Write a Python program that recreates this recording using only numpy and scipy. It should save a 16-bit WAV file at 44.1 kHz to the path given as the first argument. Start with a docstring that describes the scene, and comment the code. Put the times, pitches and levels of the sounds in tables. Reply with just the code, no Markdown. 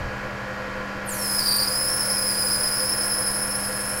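"""A workshop, the microphone close to a small running lathe: motor hum and whine, a throbbing belt drive,
a gearbox grumble and bearing noise, with a low thump at the start. After a second the tool bites into
a spinning plastic rod. The chip hisses and chatters against the edge in a rough squeal that drops fast
in pitch as the cut deepens, then wavers and pulses with each turn of the spindle."""
import sys
import numpy as np
from scipy import signal
from scipy.fft import rfft, irfft
from scipy.io import wavfile
from scipy.ndimage import uniform_filter1d

SR = 44100
rng = np.random.default_rng(int(sys.argv[2]) if len(sys.argv) > 2 else 0)


def dump(signal):
    """Clip the signal to [-1, 1] and save it as 16-bit WAV at the path in sys.argv[1]."""
    limited = np.clip(np.atleast_2d(signal).T, -1, 1)
    pcm = np.round(limited * 32767).astype(np.int16)
    wavfile.write(sys.argv[1], SR, pcm)


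N = 176400
TIME = np.arange(N) / SR
SPINDLE_HZ, PULSES_PER_TURN = 7.98, 3
BITE_S = 1.045   # the tool touches the rod


# Where the squeal settles: start_s, pitch_hz
SQUEAL_PITCH = [(1.2, 5100), (1.38, 5050), (1.42, 4830), (1.5, 4750), (1.62, 4780), (1.75, 5030),
                (1.94, 5250), (2.02, 5170), (2.09, 5200), (2.2, 5070), (2.43, 5010), (2.75, 5100),
                (3.03, 5190), (3.28, 5110), (3.57, 5230), (3.68, 5170), (4.0, 5310)]
# Unevenness of the chip's slips: start_s, spread_share_of_pitch
SLIP_JITTER = [(1.2, .007), (1.35, .012), (1.5, .017), (1.9, .017), (2.4, .019), (2.8, .015), (4.0, .013)]
# The partials at the edge, before the tool colours them: start_s, first_db, second_db, third_db
SQUEAL_LEVELS = [(1.08, -26.5, -44, -54), (1.16, -42, -48, -46), (1.24, -29.5, -32.5, -42),
                 (1.32, -30, -31.5, -42), (1.44, -22.5, -25.5, -32), (1.61, -23.5, -26, -32),
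                 (1.7, -26.5, -26.5, -37), (1.95, -28.5, -29, -41), (2.45, -27, -26.5, -36),
                 (2.949, -28.5, -29, -40), (3.3, -31.5, -28, -43), (3.7, -35, -32.5, -48),
                 (4.0, -37, -32.5, -49)]
# Texture of each partial: trim_db, pulse_depth_db, pulse_delay_cycles, roughness_share, roughness_hz
SQUEAL_PARTIALS = [(0, 1.4, 0.23, 0.39, 270), (0, 1.36, 0.75, 0.36, 550), (0, 0, 0.54, .6, 650)]
def squeal(bite_extra_hz=9546, settle_s=.047, runout_db=3):
    """The chip sticks and slips on the edge: three rough partials on one unsteady pitch."""
    settled_hz, = in_time(SQUEAL_PITCH)
    bite_hz = bite_extra_hz * np.exp(-np.maximum(TIME - BITE_S, 0) / settle_s)
    load_bend = .0056 * tool_load(delay_cycles=.16)
    waver = .006 * drift(60)
    jitter = in_time(SLIP_JITTER)[0] * drift(263)
    pitch_hz = (settled_hz + bite_hz) * (1 + load_bend + waver + jitter)
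    phase = 2 * np.pi * np.cumsum(pitch_hz) / SR
    spindle_angle = 2 * np.pi * SPINDLE_HZ * (TIME - .079)
    dip_db = runout_db * np.exp(1.8 * (np.cos(spindle_angle) - 1))   # a brief dip once a turn
    flicker_db = 1.01 * drift(36)   # the chip's grip comes and goes
    out = 0
    for k, (level_db, texture) in enumerate(zip(in_time(SQUEAL_LEVELS), SQUEAL_PARTIALS), 1):
        trim_db, pulse_db, delay_cycles, roughness, roughness_hz = texture
        grain = 1 + roughness * (drift(roughness_hz) + 1j * drift(roughness_hz))
        partial = reflections(np.real(grain * np.exp(1j * k * phase)))
        partial /= np.sqrt(uniform_filter1d(partial ** 2, size=int(.12 * SR)))   # even out the level
        grip = rms_one(from_db(flicker_db + pulse_db * tool_load(delay_cycles) - dip_db / k ** 2))
        below_nyquist = k * pitch_hz < SR / 2
        out += from_db(level_db + trim_db) * grip * partial * below_nyquist
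    return out


# The hiss at the edge, before the tool colours it: start_s, level_db
HISS_LEVEL = [(1.04, -56), (1.09, -39), (1.15, -32), (1.33, -30), (1.47, -34.5), (2.0, -34), (3.0, -35.5),
              (4.0, -36)]
# Colour of the sliding chip: frequency_hz, relative_density_db
HISS_SPECTRUM = [(2500, -18), (3700, -13), (4300, 5), (5400, -9.5), (6100, 1), (7500, 3), (8150, 1),
                 (8800, 10), (9700, 4), (11000, 12), (12100, 2.5), (13000, 6.5), (14500, -4),
                 (16000, -26.5)]
def chip_hiss():
    """The ribbon of plastic slides over the tool, pulsing with the load."""
    level_db, = in_time(HISS_LEVEL)
    pulse_db = 1.5 * tool_load(delay_cycles=.34)
    return from_db(level_db + pulse_db) * noise(HISS_SPECTRUM)


# How the tool and its post radiate towards the microphone: frequency_hz, gain_db
TOOL_RESPONSE = [(4000, -1), (5200, 0), (6000, -3), (8800, -2), (9300, -2), (9720, -9), (10020, 2),
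                 (10900, 1), (12000, -3), (14300, 1), (14620, -9), (14900, 0), (16000, -1)]
def cut(attack_s=.038):
    """Squeal and hiss come in as the edge bites, and sound through the tool and its post."""
    contact = np.clip((TIME - BITE_S) / attack_s, 0, 1) ** 2
    return colour(contact * (squeal() + chip_hiss()), TOOL_RESPONSE)


def tool_load(delay_cycles):
    """The load on the tool rises and falls three times a turn."""
    return np.cos(2 * np.pi * (PULSES_PER_TURN * SPINDLE_HZ * TIME - delay_cycles))


def reflections(x, t60_s=.041, wet_db=-.5):
    """The bed and splash guard, close to the tool, add a short, dense tail."""
    age = TIME[:SR // 4]
    tail = rng.standard_normal(len(age)) * from_db(-60 * age / t60_s)
    wet = signal.fftconvolve(x, tail / np.sqrt(np.sum(tail ** 2)))[:N]
    return (x + from_db(wet_db) * wet) / np.hypot(1, from_db(wet_db))


# Tones of the motor and its housing, before the trim: pitch_hz, level_db
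MOTOR_TONES = [(49.5, -52.5), (199.8, -41), (249.4, -61), (286.6, -53), (339.1, -57.5), (348.5, -58),
               (599.4, -53.5), (626.9, -50.5), (693.9, -52.5), (767.2, -60), (799.3, -52), (848.8, -55),
               (941.7, -54.5), (999.1, -49.5), (1039.7, -54), (1090.3, -57), (1141.5, -48), (1239.0, -55),
               (1339.7, -48), (1389.3, -51), (1398.7, -50), (1438.9, -46.5), (1486.8, -49.5), (1538.0, -52),
               (1638.7, -46), (1686.7, -46), (1737.8, -51.5), (1798.3, -55), (1886.5, -48.5), (1932.9, -58),
               (2286.1, -61), (2330.9, -65), (2485.9, -54), (2685.8, -63.5), (3112.1, -60.5), (3173.5, -64)]
def motor(trim_db=.5):
    """The motor hums and whines at a nearly steady speed."""
    return from_db(trim_db) * shaft_tones(MOTOR_TONES)


# Tones of the gearbox: pitch_hz, level_db
GEAR_TONES = [(446.1, -58), (479.7, -59), (495.6, -52), (510.3, -49), (515.8, -46), (523.9, -51.5),
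              (545.1, -60), (572.1, -61), (594.8, -55.5), (620.6, -58), (1034.3, -53), (1048.0, -54)]
def gearbox():
    """Closely spaced gear tones beat and waver into a grumble."""
    return shaft_tones(GEAR_TONES, waver_db=3, wander=.001)


# Steady tones of the belt drive: multiple_of_turn_rate, level_db
BELT_TONES = [(3, -56), (7, -50), (14, -59.5), (16, -69.5), (21, -59.5)]
# The belt's loudest tone, before its swell: start_s, level_db
THROB_LEVEL = [(0, -44.5), (.45, -43), (.7, -47), (4.0, -46.5)]
def belt(turn_hz=11.13, throb_order=11, throb_depth=.96):
    """The belt hums at multiples of its turning rate; the loudest tone swells once a turn."""
    hum = shaft_tones([(order * turn_hz, db) for order, db in BELT_TONES])
    level_db, = in_time(THROB_LEVEL)
    swell = 1 + throb_depth * np.cos(2 * np.pi * turn_hz * (TIME - .075))
    return hum + from_db(level_db) * swell * sine(throb_order * turn_hz * TIME)


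# Colour of the bearings and fan: frequency_hz, relative_density_db
BEARING_SPECTRUM = [(20, 2.5), (35, -10), (100, -6), (220, -11), (330, -1.5), (410, -7), (510, 2),
                    (570, -2), (750, -5), (1030, -3), (1230, -6), (1650, -3.5), (1900, -6), (2200, -6.5),
                    (2800, -13.5), (3150, -14.5), (3600, -20.5), (4600, -16.5), (6200, -25), (6800, -24),
                    (8000, -31), (10300, -36), (12000, -31), (13500, -43), (16000, -43)]
def bearings(level_db=-35.5, buzz_hz=199.7):
    """Bearing and fan noise flutters with the motor's buzz."""
    flutter = 1 + .097 * np.sin(2 * np.pi * buzz_hz * TIME)
    return from_db(level_db) * noise(BEARING_SPECTRUM) * flutter


# Colour of the thump: frequency_hz, relative_density_db
THUMP_SPECTRUM = [(15, -12), (35, -4), (68, -4), (110, -6), (200, -24), (1000, -72)]
def thump(start_s=.0038, level_db=-28, t60_s=.6):
    """A low thump starts abruptly and dies away."""
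    age = TIME - start_s
    return from_db(level_db - 60 * age / t60_s) * noise(THUMP_SPECTRUM) * (age > 0)


def side_rumble(level_db=-55.5):
    """A faint, deep wobble, opposite in left and right."""
    return from_db(level_db) * drift(34.5) * np.array([[1], [-1]])


def shaft_tones(rows, waver_db=1.5, wander=.000377):
    """Sines on one shaft whose speed wanders by a small share, each wavering in level."""
    shaft_s = np.cumsum(1 + wander * drift(1.53)) / SR
    return sum(from_db(db + waver_db * drift(3)) * sine(hz * shaft_s) for hz, db in rows)


def sine(cycles):
    """A sine of rms 1 with a random starting phase."""
    return np.sqrt(2) * np.sin(2 * np.pi * (cycles + rng.random()))


def drift(rate_hz):
    """Random motion of rms 1, mostly slower than rate_hz."""
    bins_hz = np.arange(N // 2 + 1) * SR / N
    return rms_one(irfft(rfft(rng.standard_normal(N)) / (1 + (bins_hz / rate_hz) ** 2), N))


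def noise(points):
    """Coloured noise of rms 1."""
    return rms_one(colour(rng.standard_normal(N), points))


def colour(x, points):
    """Filter by a smooth curve through (frequency_hz, gain_db) points."""
    hz, db = np.transpose(points)
    bins_hz = np.maximum(np.arange(N // 2 + 1) * SR / N, 1)
    gain = from_db(np.interp(np.log(bins_hz), np.log(hz), db))
    return irfft(rfft(x) * gain, N)


def in_time(rows):
    """Each column after start_s, gliding from row to row at every sample."""
    start_s, *columns = np.transpose(rows)
    return [np.interp(TIME, start_s, column) for column in columns]


def from_db(db):
    """Decibels to gain."""
    return 10 ** (np.asarray(db) / 20)


def rms_one(x):
    """Scale to rms 1."""
    return x / np.sqrt(np.mean(x ** 2) + 1e-20)


def scene():
    """Everything sounds alike in left and right, except a faint, deep wobble that is opposite in the two."""
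    return cut() + side_rumble() + motor() + gearbox() + belt() + bearings() + thump()


def record(dry, cutoff_hz=15750):
    """The top of the treble is cut steeply."""
    return signal.sosfilt(signal.ellip(12, .1, 80, cutoff_hz, fs=SR, output="sos"), dry)


dry = scene()
out = record(dry)
dump(out)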